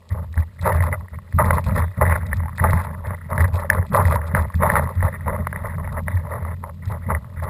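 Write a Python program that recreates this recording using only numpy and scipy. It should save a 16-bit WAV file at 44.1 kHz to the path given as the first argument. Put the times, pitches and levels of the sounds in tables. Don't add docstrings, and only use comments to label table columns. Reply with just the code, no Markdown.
import sys
import numpy as np
from scipy import signal
from scipy.io import wavfile
from scipy.ndimage import uniform_filter1d, minimum_filter1d

SR = 44100
rng = np.random.default_rng(int(sys.argv[2]) if len(sys.argv) > 2 else 0)


def store_pcm(level_fs):
    pcm = np.round(np.clip(level_fs, -1, 1) * 32767).astype(np.int16)
    wavfile.write(sys.argv[1], SR, np.atleast_2d(pcm).T)


def to_linear_factor(level_db):
    exponent = np.asarray(level_db, float) / 20
    return 10 ** exponent


N = 330448

# pitch in Hz, level in dB per Hz.
CASE_COLOUR = [(180, -32), (310, -15), (344, -24), (397, -7.5), (445, -7), (580, 4.5), (620, 3.5),
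               (708, -8), (757, -11.5), (848, 1.5), (1120, 3), (1510, -7.5), (1980, 3.5), (2430, -19),
               (3000, -25.5), (3900, -155), (6600, -120)]
# start in seconds, peak in dB, ring pitch in Hz, time to fall 60 dB in seconds.
TWIG_SNAPS = [(0.376, -19.5, 1720, 0.01), (0.804, -16.5, 1990, 0.021), (0.926, -14, 2020, 0.032),
              (1.324, -31.5, 1880, 0.0087), (2.159, -15, 1380, 0.017), (2.329, -13, 1840, 0.023),
              (2.581, -21, 1860, 0.0072), (3.378, -11.5, 1720, 0.01), (3.405, -15, 1820, 0.01),
              (3.721, -23, 1850, 0.0084), (3.730, -16, 1800, 0.011), (4.052, -16, 1940, 0.014),
              (4.145, -19, 1680, 0.0055), (4.215, -27, 1810, .012), (1.88, -36, 1820, 0.01),
              (1.709, -24.5, 2200, 0.0071), (2.402, -26, 1070, .012), (4.348, -5, 1700, 0.01),
              (4.541, -24, 1800, 0.01), (4.694, -18, 1900, 0.0059), (4.699, -4.5, 1820, 0.015),
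              (5.527, -17, 1680, 0.014), (5.559, -18.5, 1945, 0.014), (6.081, -11.5, 1760, 0.0053),
              (7.148, -14.5, 1970, 0.016)]
# start in seconds, peak in dB, ring pitch in Hz, time to fall 60 dB in seconds.
BARK_CRACKS = [(0.657, -14.5, 1080, 0.02), (1.186, -31.5, 1100, 0.023), (1.386, -10, 1222, 0.098),
               (1.406, -13.5, 1050, .015), (1.506, 0, 1380, 0.0057), (1.529, -16.5, 1070, 0.077),
               (1.581, -13, 970, 0.017), (2.011, -10, 1070, 0.034), (2.123, -7, 1400, 0.0054),
               (2.456, -24.5, 875, 0.046), (2.639, -7.5, 1170, 0.013), (2.731, -9.5, 1090, 0.0029),
               (3.313, -24, 1020, 0.021), (3.748, -16.5, 1160, 0.01), (3.946, -7, 1150, 0.023),
               (4.003, -13, 600, 0.02), (4.109, -16, 1120, 0.017), (4.157, -11.5, 977, 0.046),
               (4.5, -29.5, 1100, 0.039), (4.622, -12.5, 1100, 0.022), (4.754, -4.5, 1330, 0.012),
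               (4.776, -16.5, 1010, .015), (4.872, -23.5, 1010, 0.022), (5.025, -14, 915, 0.0093),
               (5.279, -14.5, 990, 0.038), (5.469, -10.5, 1140, 0.0028), (6.066, -44, 533, 0.017),
               (6.449, -24, 1160, 0.019), (6.638, -21.5, 1031, 0.017), (6.695, -29.5, 1140, 0.015),
               (7.102, -13.5, 1116, 0.03), (7.244, -34.5, 1200, 0.0086), (7.422, -28.5, 600, 0.028)]


def evened(x):
    return x / np.sqrt(np.mean(x ** 2) + 1e-20)


def coloured(x, points):
    f, db = np.transpose(points)
    hz = abs(np.fft.fftfreq(2 ** 14, 1 / SR))
    all_db = np.interp(np.log(hz + 1), np.log(f + 1), np.maximum(db, -90))
    log_gain = all_db * np.log(10) / 20
    response = np.exp(np.conj(signal.hilbert(log_gain)))
    taps = np.fft.ifft(response).real[:2 ** 13]
    return signal.oaconvolve(x, taps)[:len(x)]


def low_passed(x, cut_hz):
    return signal.sosfilt(signal.butter(4, cut_hz, fs=SR, output="sos"), x)


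def clumps(spread_db, s):
    width = max(round(s * SR), 2)
    drift = uniform_filter1d(uniform_filter1d(rng.standard_normal(N), width), width)
    return to_linear_factor(spread_db * evened(drift))


def steadied(x, s, share):
    power = abs(uniform_filter1d(evened(x) ** 2, max(round(s * SR), 2))) + 1e-3
    return evened(x / power ** (np.clip(share, 0, 1) / 2))


def grains(per_s, spread_db, low_hz, high_hz, turns, count=16):
    size = to_linear_factor(spread_db * np.minimum(rng.exponential(1, N), 4)) * rng.choice([-1., 1.], N)
    size = size * (rng.random(N) < per_s / SR)
    kind, out = rng.integers(0, count, N), np.zeros(N)
    for k, hz in enumerate(np.geomspace(low_hz, high_hz, count)):
        cycles = np.arange(1024) / SR * hz
        grain = np.sqrt(hz) * cycles * np.exp(-cycles / turns) * np.sin(2 * np.pi * cycles)
        out += signal.oaconvolve(size * (kind == k), grain)[:N]
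    return out


def curve(rows):
    s, *values = np.transpose(rows)
    return [np.interp(np.arange(N) / SR, s, v) for v in values]


def bursts(rows, rise, sag_db, fall):
    linger = 0.097
    t, power = np.arange(N) / SR, np.zeros((2, N))
    for s, length, db, *above_db in rows:
        a, b = np.searchsorted(t, [s - rise / 2, s + length + 12 * fall])
        u = t[a:b] - s
        gone = np.maximum(u - length, 0) / fall
        let_go = np.exp(-gone) + linger * np.exp(-gone / 2.3)
        shape = np.clip(u / rise + .5, 0, 1) ** 2 * let_go
        held_db = db - sag_db * (u / length - .5)
        power[:, a:b] += (shape * to_linear_factor(held_db + np.c_[[0, sum(above_db)]])) ** 2
    return power


def ring(peak_db, hz, t60, rise, sag):
    t = np.arange(8192) / SR
    t60 = max(t60, .003)
    shape = to_linear_factor(-60 * t / t60) * (1 - np.exp(-t / rise)) ** 2
    turns = np.cumsum(hz * (1 - sag + sag * np.exp(-t / t60 * 2))) / SR
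    return to_linear_factor(peak_db) * shape / shape.max() * np.sin(2 * np.pi * turns)


def add(mix, s, sound):
    part = mix[round(s * SR):][:len(sound)]
    part += sound[:len(part)]


def hiss():
    # pitch in Hz, level in dB per Hz.
    hiss_colour = [(150, -40), (250, -11), (322, 26), (526, 24.5), (754, 12), (920, -52), (1910, -15),
                   (2740, 12), (6000, 4.5), (7800, -88), (13200, -120)]
    return to_linear_factor(-64) * evened(coloured(rng.standard_normal(N), hiss_colour))


def mount():
    # time in seconds, wobble level in dB.
    sway = [(0, -53.5), (.3, -47), (.55, -44.5), (1.06, -52), (1.3, -42), (1.62, -28), (1.95, -44),
            (2.5, -35), (2.9, -31), (3.2, -37), (3.5, -29.5), (3.87, -37), (4.5, -46), (5.1, -32),
            (6, -28.5), (6.75, -35.5), (7, -33.5), (7.3, -37.5)]
    # start in seconds, length in seconds,
    # wobble level in dB, rumble level above it in dB.
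    jolts = [(.105, 0.12, -27.5, -9), (.234, 0.24, -32, -15.5), (.369, 0.031, -16, -17),
             (.629, 0.29, -21, -9.5), (.853, 0.18, -29.5, -14), (1.117, 0.065, -32, -12.5),
             (1.337, 0.24, -21.5, -5.5), (1.661, 0.16, -17.5, -11), (1.821, 0.076, -24, -20.5),
             (2.01, 0.12, -17.5, -10.5), (2.14, 0.32, -25, -10.5), (2.604, 0.16, -18.5, -10.5),
             (3.068, 0.081, -32, -7), (3.317, 0.12, -27, -3), (3.392, 0.065, -15.5, -21),
             (3.527, 0.032, -17.5, -20), (3.702, 0.093, -27.5, -1), (3.781, 0.028, -16.5, -14),
             (3.961, 0.2, -19.5, -7), (4.166, 0.31, -25, -15), (4.375, 0.043, -21.5, -8.5),
             (4.545, 0.32, -24, -4), (4.964, 0.07, -18, -23), (5.019, 0.035, -12, -10.5),
             (5.253, 0.17, -26.5, -5), (6.136, 0.039, -15.5, -25), (6.42, 0.13, -27, -11),
             (6.859, 0.097, -32, -2), (7.095, 0.086, -23, -30), (7.363, 0.15, -27, -13.5),
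             (0.596, 0.041, -28.5, -7),
        (0.752, 0.075, -16, -15),
        (1.972, 0.025, -28.5, 1),
        (2.733, 0.011, -17.5, -2.5),
        (3.899, 0.051, -28.5, 0.5),
        (4.333, 0.019, -31, 7.5),
        (7.059, 0.054, -24.5, -5),
    ]
    # pitch in Hz, level in dB per Hz.
    rumble_colour = [(12, -87), (20, -38), (43, -13.5), (69, -1), (87, 0), (97, -2), (119, -9), (209, -17),
                     (287, -38), (330, -60.5), (430, -39.5), (730, -120)]
    # start in seconds, peak in dB, ring pitch in Hz.
    kick_rows = [(0.113, -6, 82), (0.376, -7, 88), (0.747, -19, 85), (1.339, -6, 86), (1.398, -17, 87),
                 (1.509, -1, 89), (1.677, -5, 87.6), (2.008, -6, 95), (2.327, -4.5, 73.6),
                 (2.378, -4.5, 87), (2.608, -28, 82), (2.654, -27, 88), (2.734, 1.5, 87),
                 (3.067, -5.5, 90.7), (3.4, -4, 82.5), (3.532, -15, 76.4), (3.71, -19, 80), (3.78, -15, 88),
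                 (4.05, -0.5, 79.6), (4.344, -13, 75), (4.543, -3.5, 83), (5.018, -18, 172),
                 (5.024, -13, 82.6), (6.139, -11, 85), (6.869, -6.5, 101.4), (7.102, -5, 90)]
    wobble_hz, sway_rumble_db = 85.55, -5.5

    sway_db, = curve(sway)
    pushes = bursts(jolts, rise=0.015, sag_db=0, fall=0.018)
    level, shake = np.sqrt(pushes + to_linear_factor(sway_db + np.c_[[0, sway_rumble_db]]) ** 2)

    nudges = uniform_filter1d(rng.standard_normal((2, N)), 1500, axis=1)
    a, b = evened(uniform_filter1d(nudges, 1100, axis=1))
    swing = 1 + 0.98 * (a + 1j * b)
    swing = swing / (uniform_filter1d(abs(swing), 1200) + 0.42) ** 0.78
    wobble = evened((swing * np.exp(2j * np.pi * wobble_hz * np.arange(N) / SR)).real)

    f, db = np.transpose(rumble_colour)
    flat = np.transpose([f, np.where(abs(np.log(f / 85)) < .3, -21, db)])
    shaking = rng.standard_normal(N) * clumps(3.3, 0.019)
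    rumble = steadied(coloured(shaking, flat), 0.029, 0.37)

    kicks = np.zeros(N)
    for s, peak_db, hz in kick_rows:
        add(kicks, s, ring(peak_db - 10.5, hz, t60=0.16, rise=0.0056, sag=0.07))
    return level * wobble + to_linear_factor(2.0) * shake * rumble + kicks


def crunch():
    # time in seconds, low crunch level in dB, bright crunch above it in dB.
    shuffle = [(0, -56, -12), (.55, -59, -1), (1.05, -60, 1.5), (1.35, -52.5, -3.5), (1.63, -44.5, -4),
               (1.93, -50, -3.5), (2.3, -40.5, -1), (2.53, -49, -2.5), (2.98, -41, -19), (3.2, -53.5, 3),
               (3.5, -40.5, -10), (3.88, -51.5, -2), (4.5, -48, -3.5), (4.97, -45, -3), (5.46, -47, -1.5),
               (6.03, -55.5, -9), (6.75, -57.5, -6.5), (7.3, -48.5, -10)]
    # start in seconds, length in seconds,
    # low crunch level in dB, bright crunch above it in dB.
    soles = [(.1, 0.032, -42.5, -2), (.14, 0.064, -35.5, -17.5), (.22, 0.024, -39.5, -9.5),
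             (.354, 0.082, -40, -5), (.585, 0.0071, -47.5, 9), (.615, 0.18, -36, -4),
             (.8, 0.085, -30, -6.5), (.87, 0.023, -28, -17), (.915, 0.039, -27, -8.5),
             (.963, 0.096, -47.5, -31), (1.427, 0.17, -25, -11.5), (1.66, 0.071, -30.5, -13),
             (1.745, 0.1, -30, -10.5), (1.971, 0.068, -36, -7.5), (2.05, 0.13, -26.5, -1),
             (2.574, 0.029, -34, 3), (2.615, 0.19, -28.5, -3.5), (2.779, 0.17, -38, -5.5),
             (3.038, 0.11, -35, -6), (3.295, 0.073, -28, -17.5), (3.375, 0.08, -27.5, -3.5),
             (3.47, 0.016, -32.5, -6.5), (3.537, .12, -29, -12.5), (3.692, 0.1, -26.5, -11),
             (3.796, 0.063, -37, -10), (3.916, 0.28, -29, -15.5), (4.205, 0.23, -36.5, -6),
             (4.345, 0.11, -31.5, -13), (4.595, 0.25, -27.5, -7), (4.86, 0.056, -30.5, -30),
             (5.024, 0.066, -25, -9.5), (5.123, 0.034, -36, 2.5), (5.263, 0.097, -25.5, -12),
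             (5.373, 0.063, -33.5, -15), (5.527, 0.096, -38, -5), (5.63, 0.13, -39.5, -2.5),
             (5.775, 0.083, -37.5, -14.5), (5.835, 0.074, -44.5, 3), (5.915, 0.091, -34, -21),
             (6.066, 0.11, -39, 0.5), (6.17, 0.056, -41.5, -6), (6.235, 0.06, -36.5, -15),
             (6.3, 0.084, -29, -10.5), (6.4, 0.033, -36.5, -9), (6.45, 0.084, -36.5, -9),
             (6.625, 0.079, -37, -22), (6.894, 0.076, -33, -11.5), (7.089, 0.082, -33, -13),
             (7.418, 0.12, -31, -17)]
    # start in seconds, length in seconds,
    # low crunch level in dB, bright crunch above it in dB.
    presses = [(.654, 0.06, -16, -18), (.713, 0.069, -26.5, -7), (1.388, 0.037, -13, -12),
               (1.756, 0.067, -26.5, -2.5), (2.01, 0.032, -14.5, -14), (2.614, 0.034, -24.5, -26),
               (2.633, 0.033, -16.5, -13.5), (3.941, 0.07, -14, -16), (4.001, 0.03, -21.5, -13),
               (4.116, 0.031, -20, -9), (4.345, 0.059, -25, -4.5), (4.62, 0.056, -15.5, -8),
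               (4.674, 0.15, -26, -12), (4.754, 0.041, -17.5, -4.5), (5.637, 0.047, -30, -11.5),
               (5.966, 0.028, -28, -7.5), (6.495, 0.05, -48.5, 7), (6.82, 0.14, -52, 4.5),
               (7.358, 0.3, -51.5, 6), (1.931, 0.047, -62, 15), (7.019, 0.16, -48.5, 3),
               (7.089, 0.045, -22, -15.5), (1.125, 0.03, -42.5, -3), (2.115, 0.015, -38, 5),
               (4.965, 0.072, -48, 2)]
    # start in seconds, length in seconds, level in dB.
    singing = [
        (1.75, 0.14, -62.5),
        (4.63, .03, -58),
        (5.56, 0.055, -70),
        (5.66, 0.019, -70),
        (6.08, .06, -64),
    ]
    # pitch in Hz, level in dB per Hz.
    whistle_colour = [(3000, -47), (3400, -4), (3600, 0.5), (3900, -6.5), (4300, -42)]

    low_db, bright_db = curve(shuffle)
    feet = bursts(soles, rise=0.018, sag_db=2, fall=0.0065)
    feet = feet + bursts(presses, rise=0.022, sag_db=6, fall=0.003)
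    low, high = np.sqrt(feet + to_linear_factor([low_db, low_db + bright_db]) ** 2)

    giving = clumps(5.3, 0.014)
    dull_grains = giving * grains(1150, 3.1, 350.4, 1378, turns=1.0)
    dull = steadied(coloured(dull_grains, CASE_COLOUR), 0.017, 0.91)
    bright_grains = giving * grains(1000, 3.3, 1336, 2895, turns=1.55)
    bright = steadied(coloured(bright_grains, CASE_COLOUR), 0.029, 0.52)
    body = to_linear_factor(-2.66) * low * dull + to_linear_factor(-0.75) * high * bright

    whistle = evened(coloured(rng.standard_normal(N) * clumps(2.5, .012), whistle_colour))
    sung = bursts(singing, rise=.015, sag_db=1.5, fall=.012)[0]
    seal = np.sqrt((to_linear_factor(-40.0) * high ** 0.76) ** 2 + sung) * whistle
    return low_passed(body, 2650) + seal


def rustle():
    # start in seconds, length in seconds, level in dB.
    brushes = [(.09, 0.044, -76.5), (.384, 0.027, -58), (.609, 0.023, -58.5), (.645, 0.052, -55),
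               (.735, 0.036, -53), (.8, 0.071, -58), (1.494, 0.0098, -55), (1.307, 0.13, -65.5),
               (1.452, 0.16, -57.5), (1.636, 0.19, -59), (1.811, 0.17, -72.5), (2.01, .175, -61.5),
               (2.335, 0.041, -66.5), (2.554, .305, -61.5), (2.699, 0.053, -57), (3.058, 0.012, -52),
               (3.395, .05, -60.5), (3.532, 0.044, -54.5), (3.595, .025, -54.5), (3.697, 0.075, -60.5),
               (3.861, .04, -65), (3.931, 0.044, -49), (3.981, 0.037, -59), (4.021, 0.14, -54),
               (4.265, 0.026, -60), (4.345, 0.078, -54.5), (4.55, 0.031, -59), (4.62, .225, -65),
               (4.704, 0.1, -51.5), (4.844, 0.24, -71.5), (5.024, 0.05, -56), (5.068, 1.6, -78.5),
               (6.849, 0.049, -62), (7.423, .03, -67)]
    # start in seconds, peak in dB.
    leaf_ticks = [(0.09, -35.5), (0.386, -45), (0.612, -32), (0.6928, -37), (0.838, -38.5), (1.445, -43),
                  (1.5525, -34), (1.641, -30.5), (1.6851, -34), (1.76, -31.5), (1.7833, -36),
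                  (2.2656, -33.5), (2.368, -33), (2.576, -32), (2.707, -30), (3.403, -33), (3.479, -38),
                  (3.5405, -33), (3.6, -36), (3.933, -33.5), (4.552, -34.5), (5.9253, -37.5), (6.1533, -41),
                  (6.855, -36.5), (7.437, -38),
                  (0.123, -42), (0.3262, -38), (0.3556, -44), (0.409, -48), (0.6246, -34), (0.6465, -50),
              (0.726, -36), (0.913, -47), (1.4533, -34), (1.7447, -41), (1.801, -54), (2.052, -46),
              (2.0975, -39), (2.1914, -49.5), (2.5568, -49), (3.3019, -41), (3.3588, -41), (3.3773, -42),
              (3.4207, -36), (3.441, -39), (3.8636, -45), (4.0264, -45), (4.0706, -47), (4.1534, -30.5),
              (4.2677, -40), (4.5211, -43), (4.7353, -35), (4.766, -38), (4.8394, -39), (4.953, -41.5),
              (5.469, -41.5), (5.67, -43), (6.3295, -47), (6.9174, -38.5)]
    # pitch in Hz, level in dB per Hz.
    seal_colour = [(1470, -26), (2500, 2), (2870, -19.5), (3280, -6), (3610, -3.5), (4100, -1.5),
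                   (4480, -7.5), (5050, -5), (6000, -16), (7800, -57), (13200, -120)]
    floor_db, snap_leak_db = -74.5, -32.5

    brushing = bursts(brushes, rise=0.0055, sag_db=-1, fall=0.003)[0]
    level = np.sqrt(brushing + to_linear_factor(floor_db) ** 2)
    fine = evened(grains(480, 3.5, 1840, 6000, turns=0.2, count=6)) + 0.46 * rng.standard_normal(N)
    scrape = steadied(coloured(fine * clumps(3.7, 0.013), seal_colour), 0.2, 1.0)

    puffs, t = np.zeros(N), np.arange(2048) / SR
    leaks = [(s, db + snap_leak_db) for s, db, *_ in [*TWIG_SNAPS, *BARK_CRACKS]]
    for s, peak_db in [*leaf_ticks, *leaks]:
        add(puffs, s, to_linear_factor(peak_db - 4.5 - 60 * t / 0.021) * (1 - np.exp(-t / 0.00046)))
    ticks = puffs * steadied(coloured(rng.standard_normal(N), seal_colour), 0.0041, 0.55)
    return to_linear_factor(4.0) * level * scrape + ticks


def snaps():
    # start in seconds, peak in dB, ring pitch in Hz.
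    crackle_rows = [(0.34, -28, 1850), (0.674, -7, 890), (0.692, -15, 900), (0.72, -10.5, 1840),
                    (0.746, -15, 1150), (0.823, -14, 1830), (0.837, -13, 1074), (0.916, -23, 2070),
                    (1.008, -27, 1010), (1.082, -31, 1910), (1.443, -13.5, 1910), (1.693, -15.5, 1250),
                    (1.764, -24, 1070), (1.784, -20, 1010), (1.8, -16, 1000), (2.052, -11, 1790),
                    (2.097, -12, 1060), (2.231, -20.5, 930), (2.32, -21, 1650), (2.433, -19.5, 920),
                    (2.481, -20.5, 1060), (2.492, -22.5, 1070), (2.528, -27, 1190), (2.619, -20, 1050),
                    (2.811, -17, 1050), (2.848, -14.5, 930), (2.868, -17.5, 980), (3.039, -27, 890),
                    (3.105, -16.5, 1140), (3.133, -19, 930), (3.329, -10.5, 1140), (3.422, -16, 1080),
                    (3.44, -16, 1090), (3.598, -36, 953), (3.782, -19, 1140), (3.921, -21, 1130),
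                    (4.081, -9, 920), (4.122, -6.5, 1210), (4.368, -11, 1080), (4.389, -13, 965),
                    (4.612, -17, 960), (4.632, -2, 1190), (4.664, -8, 1070), (4.717, -14, 1890),
                    (4.736, -9, 918), (4.765, -3, 1170), (4.794, -10, 940), (4.892, -20, 1080),
                    (5.005, -18.5, 1840), (5.207, -26.5, 1920), (5.259, -19, 860), (5.338, -20, 990),
                    (5.362, -17, 1100), (5.637, -22, 840), (5.781, -23, 1170), (5.798, -20, 1070),
                    (5.874, -16, 915), (5.968, -15, 955), (6.269, -23.5, 1050), (6.336, -16, 1090)]
    crackles = [(s, db - 6, hz, 0.02) for s, db, hz in crackle_rows]

    knock, rings = np.zeros(N), np.zeros(N)
    for s, peak_db, hz, t60 in [*TWIG_SNAPS, *BARK_CRACKS, *crackles]:
        knock[round((s + .0015) * SR)] += to_linear_factor(peak_db)
        add(rings, s + 0.00051, ring(peak_db, hz, t60, rise=0.00049, sag=0.03))
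    one_knock = np.r_[1., np.zeros(4096)]
    unit = abs(coloured(one_knock, CASE_COLOUR)).max()
    return to_linear_factor(-1.3) * low_passed(rings, 2400) + to_linear_factor(-0.5) * coloured(knock, CASE_COLOUR) / unit


def hardest_snap(mix):
    hardest = 3.7004, 1.2, 1780, .0095
    s, peak_db, hz, t60 = hardest
    add(mix, s, -ring(peak_db, hz, t60, rise=.0008, sag=.06))


def scene():
    mix = hiss() + mount() + crunch() + rustle() + snaps()
    give = minimum_filter1d(np.minimum(.88 / (abs(mix) + 1e-9), 1), 161)
    mix = mix * uniform_filter1d(give, 161)
    hardest_snap(mix)
    ending = np.minimum((N - np.arange(N)) / 300, 1)
    return (ending * mix)[None]


def band_limit(x):
    return signal.sosfilt(signal.butter(12, 15480, fs=SR, output="sos"), x)


def record(dry):
    slow = signal.resample_poly(dry, 40, 147, axis=1, padtype="edge")
    slow = np.clip(slow, -1.02, 1.02)
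    held = np.repeat(slow, 4, axis=1)
    held = signal.resample_poly(held, 147, 160, axis=1, padtype="edge")[:, :N]
    band = signal.sosfilt(signal.butter(12, 15150, fs=SR, output="sos"), held)
    return band_limit(np.clip(band, -1, 1))


dry = scene()
out = record(dry)
store_pcm(out)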